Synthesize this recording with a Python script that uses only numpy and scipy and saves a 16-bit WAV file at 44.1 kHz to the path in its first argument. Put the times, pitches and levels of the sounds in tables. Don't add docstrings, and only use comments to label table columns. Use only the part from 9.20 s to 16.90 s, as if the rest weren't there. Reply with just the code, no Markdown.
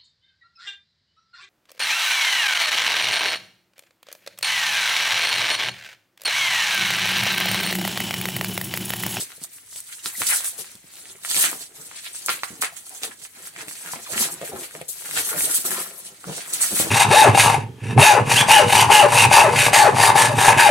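import sys
import numpy as np
from scipy import signal
from scipy.fft import rfft, irfft, next_fast_len
from scipy.io import wavfile
from scipy.ndimage import map_coordinates

SR = 44100
rng = np.random.default_rng(int(sys.argv[2]) if len(sys.argv) > 2 else 0)


def wrap_up_sound(samples):
    columns = np.atleast_2d(samples).T
    tamed = np.clip(columns, -1, 1)
    steps = np.round(tamed * 32767).astype(np.int16)
    wavfile.write(sys.argv[1], SR, steps)


N = 339570
TIME = np.arange(N) / SR

# t/s, level/dB
HANDLING = [(0.1, -45), (0.42, -53.5), (0.66, -54), (1.45, -42), (1.62, -51), (1.78, -41), (2.0, -50.5),
            (2.44, -45), (2.5, -58), (2.56, -42), (2.68, -44), (3.3, -45.5), (3.64, -46), (3.75, -41.5),
            (3.98, -62), (4.6, -38.5), (5.17, -43.5), (5.66, -51.5), (5.76, -42), (5.86, -34),
            (6.98, -49.5), (7.3, -33)]


def film(pull_db, sheen_db):
    release_db = 2.23 * np.minimum(jerks(per_s=70, dying_s=0.0088), 3)
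    speed = from_db(pull_db - 7.0 + drift(43) + release_db)
    sound = speed * sizzle(per_s=700 + 9e4 * speed)
    sheen = (from_db(sheen_db) - 1) * resonate(sound, 13500, 9400)
    return sound + sheen


def sizzle(per_s):
    # f/Hz, spectral level/dB
    film_spectrum = [(1200, -16), (2500, -14.5), (3300, -11.5), (4100, -8), (4900, -9), (6500, -4.5),
                     (8200, 0.7), (9800, 1.9), (11200, -0.5), (12500, -3.5), (15800, -10)]
    slips = grains(per_s, spread_db=1.5, low_hz=3000, high_hz=15260, cycles=5.7, patchy_db=3.0, count=9)
    hiss = from_db(-6) * rng.standard_normal(N)
    return colour(slips + hiss, film_spectrum)


def crumple(squeeze_db, crisp_db, hollow_hz):
    # f/Hz, spectral level/dB
    crush_spectrum = [(300, -22), (600, -12), (1100, -3.5), (2000, 7), (3000, 5), (4500, 3), (7000, -14)]
    level = from_db(squeeze_db - 7.0)
    crackle = grains(258 + 2.5e4 * level, spread_db=4.0, low_hz=460, high_hz=5300,
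                     cycles=1.04, patchy_db=2.5, count=9)
    fits_db = 2.2 * np.minimum(jerks(per_s=60, dying_s=.006), 2)
    sound = level * from_db(fits_db) * colour(crackle, crush_spectrum)
    crisp = (from_db(crisp_db) - 1) * resonate(sound, 3500, 3100)
    hollow = (from_db(-.4 * crisp_db) - 1) * resonate(sound, hollow_hz, 650)
    return sound + crisp + hollow


def snaps(pull_db):
    # t/s, swing peak level/dB, swing f/Hz, tick peak level/dB
    creases = [(0.01, -16, 3530, -18), (0.104, -30, 1840, -38), (0.119, -28, 1990, -32),
               (0.2378, -36, 3790, -13.5), (0.384, -34, 2110, -40), (0.56, -24, 3450, -22),
               (0.604, -37, 3890, -14), (0.723, -36, 2800, -23), (0.8375, -41, 2540, -22),
               (0.9, -26, 3000, -30), (1.035, -13, 2340, -10), (1.0693, -24, 2800, -6),
               (1.089, -22, 3000, -8), (1.1025, -25, 3000, -15), (1.108, -13, 2080, -17),
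               (1.1605, -31, 2000, -2), (1.208, -23, 3000, -12), (1.2452, -23, 3360, -6),
               (1.255, -22.5, 2000, -20), (1.39, -31, 3260, -30), (1.445, -28.5, 1980, -34),
               (1.495, -35, 2070, -42), (1.516, -48, 3000, -26), (1.554, -28, 3970, -27),
               (1.738, -40, 3000, -24), (1.756, -27, 3450, -26), (1.769, -29, 3090, -32),
               (1.856, -28, 2100, -31), (1.899, -26, 3780, -36), (1.956, -33, 1700, -40),
               (2.005, -42, 2775, -40), (2.0363, -30, 2020, -25), (2.049, -13.5, 1900, -14),
               (2.106, -22, 2000, -15), (2.113, -5, 3590, -13), (2.1455, -10.5, 2260, -5),
               (2.1657, -3.5, 3160, -7), (2.1747, -14, 3000, -7), (2.198, -14, 2800, -8),
               (2.2285, -10, 3340, -4), (2.2396, -4.5, 1850, -10), (2.243, -6, 1690, -16),
               (2.314, -32, 2400, -12), (2.33, -18, 1100, -25), (2.422, -34, 3000, -23),
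               (2.7138, -24, 1280, -34), (2.745, -29, 2010, -34), (2.797, -29, 2510, -38),
               (2.845, -30, 2150, -26), (2.867, -23, 2020, -28), (3.012, -26, 3890, -34),
               (3.0612, -43, 2930, -5.5), (3.104, -16, 2000, -12), (3.141, -18, 2200, -28),
               (3.282, -36, 3000, -26), (3.4125, -25, 4000, -12), (3.419, -16, 3000, -5),
               (3.436, -6, 1500, -20), (3.4462, -10, 1900, -18), (3.5675, -24.5, 2060, -23),
               (3.666, -35, 1750, -26), (3.694, -46, 3000, -18), (3.834, -5.5, 3000, -12),
               (4.017, -29, 2240, -40), (4.051, -23.5, 2060, -32), (4.273, -26, 1500, -24),
               (4.363, -19, 1800, -39), (4.483, -17.5, 2370, -20), (4.512, -24.5, 1600, -23),
               (4.661, -22, 1500, -22), (4.689, -22, 2008, -25), (4.934, -19, 1580, -16),
               (4.937, -19, 2030, -20), (4.979, -5, 2200, -17), (5.14, -38, 3000, -16),
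               (5.2156, -22, 1500, -24), (5.277, -24, 1790, -19), (5.45, -23, 2650, -25),
               (5.51, -30, 1830, -25), (5.551, -20, 1340, -33), (5.615, -21.5, 1900, -20),
               (5.689, -38, 1880, -9.5), (5.731, -38, 2500, -17), (5.891, -27, 1000, -30),
               (5.911, -14.5, 2290, -14), (5.975, -9, 2000, -12), (6.092, -19, 2130, -16),
               (6.18, -16, 1662, -15), (6.207, -10.5, 1970, -15), (6.2545, -34, 3400, -2),
               (6.313, -18, 2160, -16), (6.339, -25, 3500, -9), (6.4528, -20.5, 1110, -13),
               (6.484, -40, 1100, -24), (6.5073, -15, 1700, -8), (6.517, -12, 1500, -18),
               (6.546, -20, 1800, -10.5), (6.662, -23.5, 1010, -32), (7.0422, -21.5, 1065, -43),
               (7.1806, -23, 1650, -25), (7.261, -28, 1580, -23), (7.336, -30, 3200, -2),
               (7.407, -18, 1750, -16), (7.589, -20, 2500, -9)]
    shiver_db, shiver_s, run_s = -19, .0012, .001
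    handled = stray_snaps(in_time(HANDLING)[0], per_s=11, swing_db=2.5, tick_db=11.5)
    pulled = stray_snaps(pull_db, per_s=45, swing_db=-3.0, tick_db=0.0)
    out, click = np.zeros(N), signal.unit_impulse(SR // 50)
    t = TIME[:len(click)]
    for s, swing_db, hz, tick_db in creases + handled + pulled:
        shiver = from_db(shiver_db) * rng.standard_normal(len(t)) * np.exp(-t / shiver_s)
        swing = resonate(click + shiver, 1.01 * hz, 0.65 * hz)
        swing = band(swing, 2.28 * hz, "low")
        run = rng.standard_normal(len(t)) * np.exp(-t / run_s)
        tick = band(resonate(run, 8800, 2600), 6700, "high")
        add(out, s, from_db(swing_db - 2.33) * swing / abs(swing).max())
        add(out, s, from_db(tick_db - 1.5) * tick / abs(tick).max())
    return out


def stray_snaps(level_db, per_s, swing_db, tick_db):
    middle_hz, spread_db = 1900, 5.0
    s, swing, pitch, tick = rng.random((int(per_s * N / SR), 4)).T
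    s = s * N / SR
    db = np.interp(s, TIME, level_db)
    swing_peak_db = db + swing_db + spread_db * (2 * swing - 1)
    tick_peak_db = db + tick_db + spread_db * (2 * tick - 1)
    return list(zip(s, swing_peak_db, middle_hz * 2 ** (2 * pitch - 1), tick_peak_db))


def pops():
    # t/s, ring peak level/dB, ring f/Hz, crack peak level/dB
    bubbles = [(0.859, -14, 1450, -8), (1.0187, -8, 1290, -9), (3.085, -5, 1350, -10),
               (3.093, -2.5, 1360, -1), (3.2342, -7, 1160, -9), (3.4244, -6.5, 1310, -9),
               (4.7352, -23, 950, -42)]
    damping = .36
    upper_ratio, upper_db = 1.6, -2
    crack_s = .0006
    out, t = np.zeros(N), TIME[:SR // 50]
    click = signal.unit_impulse(len(t))
    for s, db, hz, crack_db in bubbles:
        upper = from_db(upper_db) * resonate(click, upper_ratio * hz, damping * hz)
        ring = resonate(click, hz, damping * hz) + upper
        ring = band(ring, 2.9 * hz, "low")
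        burst = 0.19 * rng.standard_normal(len(t)) * np.exp(-t / crack_s)
        crack = band(click + burst, [2400, 5200], "band")
        add(out, s, from_db(db) * ring / abs(ring).max() + from_db(crack_db) * crack / abs(crack).max())
    return out


def squeaks(count=3):
    # t/s, length/s, first f/Hz, last f/Hz, level/dB, each overtone against the one below/dB
    glides = [(0.946, 0.015, 1800, 2270, -39.5, -10), (4.849, .037, 2100, 718, -45, -1)]
    jitter, flutter_db = .035, 3
    out = np.zeros(N)
    for s, length, first_hz, last_hz, db, overtone_db in glides:
        hz = np.geomspace(first_hz, last_hz, int(length * SR))
        phase = 2 * np.pi * np.cumsum(hz * (1 + jitter * drift(400)[:len(hz)])) / SR
        tone = sum(from_db(k * overtone_db) * np.sin((k + 1) * phase) for k in range(count))
        swell = np.sqrt(np.hanning(len(hz)))
        flutter = from_db(flutter_db * drift(300)[:len(hz)])
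        add(out, s, from_db(db + 3) * swell * flutter * tone)
    return out


def box():
    return drags() + knocks() + judders()


def drags():
    # peak t/s, build/s, release/s, level/dB
    strokes = [(0.02, 0.078, 0.046, -47), (0.56, 0.018, 0.034, -61), (0.86, 0.0081, 0.02, -33),
               (1.01, 0.014, 0.028, -29), (1.11, .05, 0.16, -46), (1.39, 0.041, 0.077, -40.5),
               (1.85, 0.056, 0.23, -51), (2.17, 0.086, 0.28, -37), (2.31, .15, 0.19, -39.5),
               (2.59, 0.11, 0.12, -46.5), (3.1, 0.095, 0.17, -42), (3.33, 0.04, 0.11, -43.5),
               (3.84, 0.035, 0.11, -39), (4.03, 0.083, 0.022, -48.5), (4.22, 0.18, 0.24, -49),
               (4.4, 0.079, 0.18, -40), (4.68, 0.04, 0.016, -37.5), (4.765, 0.051, 0.083, -38),
               (4.93, 0.02, 0.47, -35), (5.05, 0.2, 0.13, -37), (5.345, 0.091, 0.15, -32),
               (5.55, 0.018, 0.11, -38), (5.98, 0.07, 0.06, -29.5), (6.18, 0.29, 0.34, -35),
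               (6.46, 0.036, 0.41, -35), (6.6, 0.028, 0.061, -40), (6.93, 0.15, 0.044, -47),
               (7.1, 0.096, 0.091, -33.5), (7.185, 0.057, 0.048, -36), (7.528, 0.03, 0.055, -29),
               (7.607, 0.017, 0.04, -23.5), (7.65, 0.034, 0.1, -29), (7.69, 0.054, .06, -32.5)]
    # f/Hz, spectral level/dB
    box_spectrum = [(30, -17), (60, -12), (110, -9), (170, -6.5), (300, 3), (550, 3), (900, 1.5),
                    (1600, 4.5)]
    rub = grains(1200, spread_db=5.0, low_hz=81.4, high_hz=1100, cycles=2.4, patchy_db=4.0)
    return from_db(moves(strokes, idle_db=-14)[0] - 5.0) * colour(rub, box_spectrum)


def knocks():
    # t/s, peak level/dB, f/Hz, width/Hz (wide where the hand damps the board)
    blows = [(0.023, -35.5, 385, 105), (0.18, -45, 480, 200), (0.216, -38.5, 225, 105),
             (0.557, -44.5, 620, 105), (0.983, -42, 200, 105), (1.01, -47, 557, 105),
             (1.551, -43.5, 144, 105), (1.642, -43, 243, 105), (1.952, -43, 415, 105),
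             (2.594, -43, 200, 105), (3.305, -34, 204, 105), (3.329, -34.5, 260, 90),
             (3.396, -38, 220, 105), (3.523, -40.5, 735, 150), (3.833, -33.5, 744, 105),
             (4.48, -36, 220, 150), (4.735, -25, 1000, 130), (4.759, -31, 600, 200), (5.224, -29, 330, 150),
             (5.335, -24.5, 390, 110), (5.356, -28, 400, 170), (5.551, -28.5, 553, 200),
             (5.613, -25.5, 513, 150), (5.689, -38, 525, 200), (5.89, -39, 530, 105),
             (6.275, -29, 635, 105), (6.387, -35, 200, 105), (6.451, -27, 344, 105), (6.482, -35, 327, 130),
             (6.608, -31, 360, 129), (7.069, -30, 192, 60), (7.091, -26, 192, 55), (7.111, -33, 188, 55),
             (7.18, -31, 497, 200), (7.407, -35, 645, 201), (7.52, -31, 220, 200), (7.573, -31, 230, 130),
             (7.6, -11.5, 290, 330), (7.646, -24, 190, 130)]
    out, click = np.zeros(N), signal.unit_impulse(SR // 8)
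    for s, db, hz, width_hz in blows:
        thud = resonate(click, hz, width_hz) + 0.27 * resonate(click, 148, 78)
        thud = band(thud, 800, "low")
        add(out, s, from_db(db - 1.5) * thud / abs(thud).max())
    return out


def judders():
    # t/s, length/s, slips per s, first resonance f/Hz, last resonance f/Hz, level/dB
    catches = [(3.705, 0.089, 108, 734, 680, -57), (4.89, 0.052, 155, 546, 484, -49),
               (5.213, 0.049, 125, 530, 590, -37), (5.29, 0.019, 170, 430, 503, -49),
               (5.317, 0.042, 160, 776, 660, -44.5), (6.138, 0.057, 138, 590, 660, -41.5),
               (6.56, 0.06, 180, 1220, 1030, -41.5), (7.072, 0.088, 110, 496, 580, -44)]
    scatter_oct, slip_width_hz = .1, 120
    out, click = np.zeros(N), signal.unit_impulse(SR // 8)
    for s, length, per_s, first_hz, last_hz, db in catches:
        groan = np.zeros(N)
        for t in np.arange(0, length, 1 / per_s):
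            hz = np.interp(t, [0, length], [first_hz, last_hz])
            hz = hz * 2 ** (scatter_oct * rng.standard_normal())
            grip = np.sin(np.pi * np.sqrt((t + 1 / per_s) / (length + 1 / per_s)))
            add(groan, t + rng.uniform(0, 0.313) / per_s, grip * resonate(click, hz, slip_width_hz))
        groan = band(groan[:int(length * SR) + SR // 50], 1.22 * first_hz, "low")
        add(out, s, from_db(db + 0.5) * rms_one(groan))
    return out


def cardboard(x):
    # f/Hz, width/Hz, lift/dB
    panels = [(165, 51, 6), (530, 27, 1.5), (676, 47, 2.5), (820, 45, 3.5), (970, 18, 4)]
    return x + sum((from_db(db) - 1) * resonate(x, hz, width_hz) for hz, width_hz, db in panels)


def moves(rows, idle_db):
    range_db, roundness = 23.5, 1.148
    rows, t = np.array(rows), TIME[::40]
    since = t - rows[:, :1]
    away = np.maximum(-since / rows[:, 1:2], since / rows[:, 2:3])
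    power = from_db(rows[:, 3:4] - range_db * away ** roundness) ** 2
    idle = from_db(np.interp(t, *np.transpose(HANDLING)) + idle_db) ** 2
    total = power.sum(axis=0) + idle
    weighted = rows[:, 4:].T @ power / total
    return [np.interp(TIME, t, c) for c in (10 * np.log10(total), *weighted)]


def jerks(per_s, dying_s):
    starts = (rng.random(N) < per_s / SR) + 1e-18
    releases = signal.lfilter([1], [1, -np.exp(-1 / (dying_s * SR))], starts)
    return rms_one(releases - releases.mean())


def grains(per_s, spread_db, low_hz, high_hz, cycles, patchy_db, count=12):
    born = rng.random(N) < per_s / SR
    sizes = from_db(spread_db * np.minimum(rng.exponential(1, N), 3.5)) / np.sqrt(per_s)
    clicks = born * sizes * rng.choice([-1, 1], N)
    dealt = rng.integers(0, count, N)
    out = np.zeros(N)
    for k, hz in enumerate(np.geomspace(low_hz, min(high_hz, .45 * SR), count)):
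        ringing = resonate(clicks * (dealt == k), hz, hz / cycles)
        out += ringing * from_db(patchy_db * drift(23.0)) / np.sqrt(hz)
    return rms_one(out)


def direct(x, aside_deg):
    # t/s, bearing to the right/degrees
    bearing = [(0, 5.5), (0.9, -4), (1.6, -0.5), (2.2, 20), (2.7, 16.5), (3.1, 14.5), (3.5, 21.5),
               (5.75, 17), (6.3, 17), (7.7, 22.5)]
    spacing_m, sound_speed = .14, 343
    angle = np.radians(in_time(bearing)[0] + aside_deg)
    lag = spacing_m / sound_speed * np.sin(angle) * SR
    return np.array([map_coordinates(x, [np.arange(N) - lag], order=3), x])


def room(x, count=3):
    # f/Hz, reverberation time/s
    reverberation = [(100, 0.25), (500, 0.28), (2000, 0.31), (8000, 0.027), (16000, 0.28)]
    build_s = .004
    t, edges = TIME[:SR // 3], np.geomspace(60, 19000, 8)
    shares = np.array([drift(4.98) for k in range(count)])
    shares /= np.sqrt(np.sum(shares ** 2, axis=0))
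    out = 0
    for share in shares:
        noise, tail = diffuse(len(t)), 0
        for k, (lo, hi) in enumerate(zip(edges, edges[1:])):
            decay = from_db(-60 * t / at_hz(reverberation, np.sqrt(lo * hi)))
            tail = tail + band(noise, [lo, hi], "band") * decay * (-1) ** k
        near_walls = 1 + 7.1 * np.exp(-t / 0.0074)
        tail = tail * (1 - np.exp(-(t / build_s) ** 2)) * near_walls
        tail = rms_one(tail) / np.sqrt(len(t))
        out = out + signal.fftconvolve((x * share)[None], tail, axes=1)[:, :N]
    return out


def diffuse(size):
    # f/Hz, left-right correlation
    likeness = [(60, 0.8), (250, 0.78), (500, 0.15), (1000, 0), (2000, 0.21), (16000, 0.0)]
    mid, side = rfft(rng.standard_normal((2, size)))
    alike = np.clip(at_hz(likeness, np.fft.rfftfreq(size, 1 / SR)), -1, 1)
    return irfft(np.sqrt((1 + alike) / 2) * mid + np.sqrt((1 - alike) / 2) * side * [[1], [-1]], size)


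def air():
    # f/Hz, spectral level/dB
    air_spectrum = [(15, -48), (25, -15), (87, 1.5), (293, -8.5), (1070, -26), (2050, -1), (5140, -24),
                    (8360, -19), (14800, -6), (16000, -25)]
    return from_db(-60.5) * colour(diffuse(N), air_spectrum)


def hum():
    # f/Hz, middle rms level/dB
    hum_hz, hum_db = (107.7, -78)
    return np.sqrt(2) * from_db(hum_db + drift(3)) * np.sin(2 * np.pi * hum_hz * TIME)


def from_db(db):
    return 10 ** (np.asarray(db) / 20)


def rms_one(x):
    return x / np.sqrt(np.mean(x ** 2) + 1e-20)


def in_time(rows):
    s, *columns = np.transpose(rows)
    return [np.interp(TIME, s, c) for c in columns]


def at_hz(points, hz):
    f, value = np.transpose(points)
    return np.interp(np.log(hz + 1), np.log(f), value)


def drift(rate):
    r = np.exp(-80 * np.pi * rate / SR)
    noise = rng.standard_normal(N // 40 + 2002)
    slow = signal.lfilter([1], [1, -2 * r, r * r], noise)[2000:]
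    return np.interp(np.arange(N) / 40, np.arange(len(slow)), rms_one(slow))


def band(x, hz, kind):
    sos = signal.butter(2, np.clip(hz, 10, .45 * SR), kind, fs=SR, output="sos")
    return signal.sosfilt(sos, x + 1e-18)


def resonate(x, hz, width_hz):
    r = np.exp(-np.pi * width_hz / SR)
    gain = np.array([1, 0, -1]) * (1 - r * r) / 2
    return signal.lfilter(gain, [1, -2 * r * np.cos(2 * np.pi * hz / SR), r * r], x + 1e-18)


def colour(x, spectrum):
    size = next_fast_len(N)
    weight = from_db(at_hz(spectrum, np.fft.rfftfreq(size, 1 / SR)))
    return rms_one(irfft(rfft(x, size) * weight, size)[..., :N])


def add(out, s, sound):
    start = int(np.clip(round(s * SR), 0, N - 1))
    out[start:start + len(sound)] += sound[:N - start]


def scene():
    # peak t/s, build/s, release/s, level/dB, top treble lift/dB, left over right/dB
    pulls = [(0.003, 0.014, 0.054, -17.5, -2.5, 0), (0.239, 0.051, 0.028, -31.5, 0.5, -4),
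             (0.33, .025, 0.17, -44.5, 10, -3), (0.568, 0.14, 0.079, -31.5, -1, -1),
             (0.738, 0.23, 0.12, -38, 4, -2.5), (0.838, 0.005, 0.026, -37, 0, 0),
             (0.866, 0.054, 0.063, -23.5, -0.5, -2.5), (1.01, 0.18, 0.13, -31, 11.5, -2),
             (1.069, 0.025, 0.014, -16.5, 1.5, -3), (1.089, 0.018, 0.011, -17.5, 4, -2),
             (1.103, .012, 0.015, -17, 7, 2), (1.12, 0.069, 0.13, -26, 2, 1),
             (1.161, 0.12, 0.08, -20.5, 5.5, -2.5), (1.258, 0.061, 0.082, -25, 7, -4),
             (1.401, 0.038, 0.042, -27, 4.5, 3), (1.9, 0.26, 0.11, -38.5, -13, -2),
             (2.103, 0.083, 0.13, -20.5, -1.5, -3.5), (2.161, 0.048, 0.25, -17.5, 3.5, -1.5),
             (2.255, 0.2, 0.048, -18.5, 3, -3), (2.426, 0.11, 0.048, -30, -7, -3.5),
             (2.63, 0.084, 0.23, -44, 4, -3.5), (2.772, 0.12, 0.078, -35.5, -18, 3),
             (2.85, 0.049, 0.066, -31.5, -2, -4), (2.95, 0.05, 0.19, -30, -6, 1.5),
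             (3.101, 0.069, 0.12, -26.5, 1.5, 0), (3.236, 0.028, 0.17, -34, 1, -9),
             (3.421, 0.013, 0.007, -15.5, 2.5, -6), (3.44, 0.014, 0.048, -21.5, -11, 0),
             (3.568, 0.028, 0.059, -38.5, 8, -14), (3.767, 0.17, 0.41, -39, 2, -3),
             (3.834, 0.041, 0.094, -25, -6, -1), (4.055, 0.087, 0.014, -32.5, -3, -4),
             (4.274, 0.25, 0.051, -36.5, 1.5, -0.5), (4.415, 0.099, 0.043, -33.5, -2, -7),
             (4.49, 0.037, 0.15, -36, 2, -6), (4.72, 0.18, 0.12, -31.5, 0, 0.5),
             (4.92, 0.063, 0.06, -28.5, 5, -7), (5.022, 0.096, 0.072, -12.5, 0, -1),
             (5.122, 0.038, 0.04, -32.5, 9.5, -2), (5.278, 0.11, 0.065, -34.5, 10, -1),
             (5.432, 0.18, 0.13, -34, 4.5, 0.5), (5.56, 0.19, 0.17, -39, -0.5, -1),
             (5.684, 0.011, 0.2, -40, 20.5, 6), (5.8, 0.11, 0.12, -38.5, 9, 5),
             (5.974, 0.094, 0.099, -19, 0.5, 0.5), (6.102, 0.21, 0.072, -26, 7, -1.5),
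             (6.21, 0.12, 0.25, -25, 10, -2), (6.247, 0.03, 0.058, -36, 9, 2),
             (6.312, 0.055, 0.04, -25.5, 7.5, 1), (6.355, 0.079, 0.081, -22.5, 9.5, -2),
             (6.455, 0.038, 0.1, -29, 10.5, -2), (6.51, 0.021, 0.21, -30, 9.5, 2),
             (6.604, 0.12, 0.11, -26.5, 2.5, 0), (6.79, 0.18, 0.067, -41, 12, 1),
             (6.868, 0.086, 0.035, -33, -6, 0), (7.164, 0.17, 0.087, -25, -5.5, -2.5),
             (7.337, 0.019, 0.055, -19.5, 2.5, -2), (7.415, 0.024, 0.15, -16, 3.5, -3),
             (7.6, 0.17, 0.11, -18, 2.5, -0.5)]
    # peak t/s, build/s, release/s, level/dB, tautness as lift of the crisp crackle/dB
    squeezes = [(0.016, 0.037, 0.096, -50, 11), (0.12, 0.055, 0.04, -47, 2), (0.388, .03, 0.028, -56, 2),
                (0.732, 0.1, 0.014, -42.5, 0.5), (0.866, 0.066, 0.18, -39, -12),
                (1.018, 0.059, 0.088, -33, 4.5), (1.117, 0.052, 0.055, -23, -3.5),
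                (1.24, 0.24, 0.06, -38.5, -3), (1.393, 0.022, 0.14, -48.5, 8),
                (2.168, 0.056, 0.083, -27.5, 3.5), (2.243, 0.051, 0.088, -25, 3),
                (2.765, 0.092, 0.085, -45.5, 8), (2.869, 0.05, 0.014, -38.5, 11.5),
                (3.095, 0.016, 0.092, -26.5, 4), (3.245, 0.023, 0.1, -40.5, -7),
                (3.445, 0.02, 0.055, -23.5, -8), (3.835, 0.023, 0.044, -32, 1),
                (3.915, .02, 0.018, -39, -13), (4.24, 0.23, 0.14, -45.5, -1),
                (4.402, 0.051, 0.045, -33, -1.5), (4.665, 0.051, 0.14, -35.5, -7),
                (4.94, 0.088, 0.15, -38, -16), (5.045, 0.17, 0.033, -29, 2),
                (5.224, 0.045, 0.16, -36.5, -0.5), (5.432, 0.064, 0.087, -40.5, 7),
                (5.615, 0.018, 0.0077, -36.5, 4), (5.865, 0.082, 0.052, -37.5, -1.5),
                (5.974, 0.035, 0.048, -23, 2), (6.1, 0.17, 0.45, -39, -17), (6.32, 0.19, 0.14, -37, -15),
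                (6.465, .04, 0.067, -41, -4), (6.578, 0.24, 0.13, -32, -4), (7.208, 0.26, 0.13, -39, -1.5),
                (7.439, 0.17, 0.047, -33, -4.5), (7.61, 0.22, 0.092, -36, -24)]
    film_deg, grip_deg = 5.1, 19
    pull_db, sheen_db, pan_db = moves(pulls, idle_db=1)
    squeeze = moves(squeezes, idle_db=-10.5)

    left_film, right_film = film(pull_db, sheen_db), film(pull_db, sheen_db)
    wrap = direct(left_film, -film_deg) + direct(right_film, film_deg)
    wrap = wrap + room(from_db(1.0) * (left_film + right_film))
    wrap = wrap * from_db((pan_db + 1.0) * np.array([[.5], [-.5]]))

    left_grip = cardboard(crumple(*squeeze, hollow_hz=950))
    right_grip = cardboard(crumple(*squeeze, hollow_hz=1240))
    cracks = snaps(pull_db) + squeaks()
    bursts = pops()
    thuds = from_db(-0.5) * cardboard(box())
    near = direct(left_grip, -grip_deg) + direct(right_grip, grip_deg)
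    near = near + direct(cracks + bursts + thuds, 0)
    echoes = room(left_grip + right_grip + from_db(-6.5) * cracks
                  + from_db(-7.0) * bursts + from_db(-4.0) * thuds)
    return wrap + near + echoes + air() + hum()


def record(dry):
    peak_limit, cutoff_hz = .62, 16000
    left = (dry[0] - 1.17 * resonate(dry[0], 7520, 2670) + 0.84 * resonate(dry[0], 7620, 1850)
            + 0.13 * resonate(dry[0], 20000, 3200))
    right = (dry[1] + 0.18 * resonate(dry[1], 7940, 1000) - 0.5 * resonate(dry[1], 10320, 3240)
             - 0.42 * resonate(dry[1], 13400, 4300))
    rounded = peak_limit * np.tanh(np.array([left, right]) / peak_limit)
    return signal.sosfilt(signal.ellip(12, .1, 80, cutoff_hz, fs=SR, output="sos"), rounded)


dry = scene()
out = record(dry)
wrap_up_sound(out)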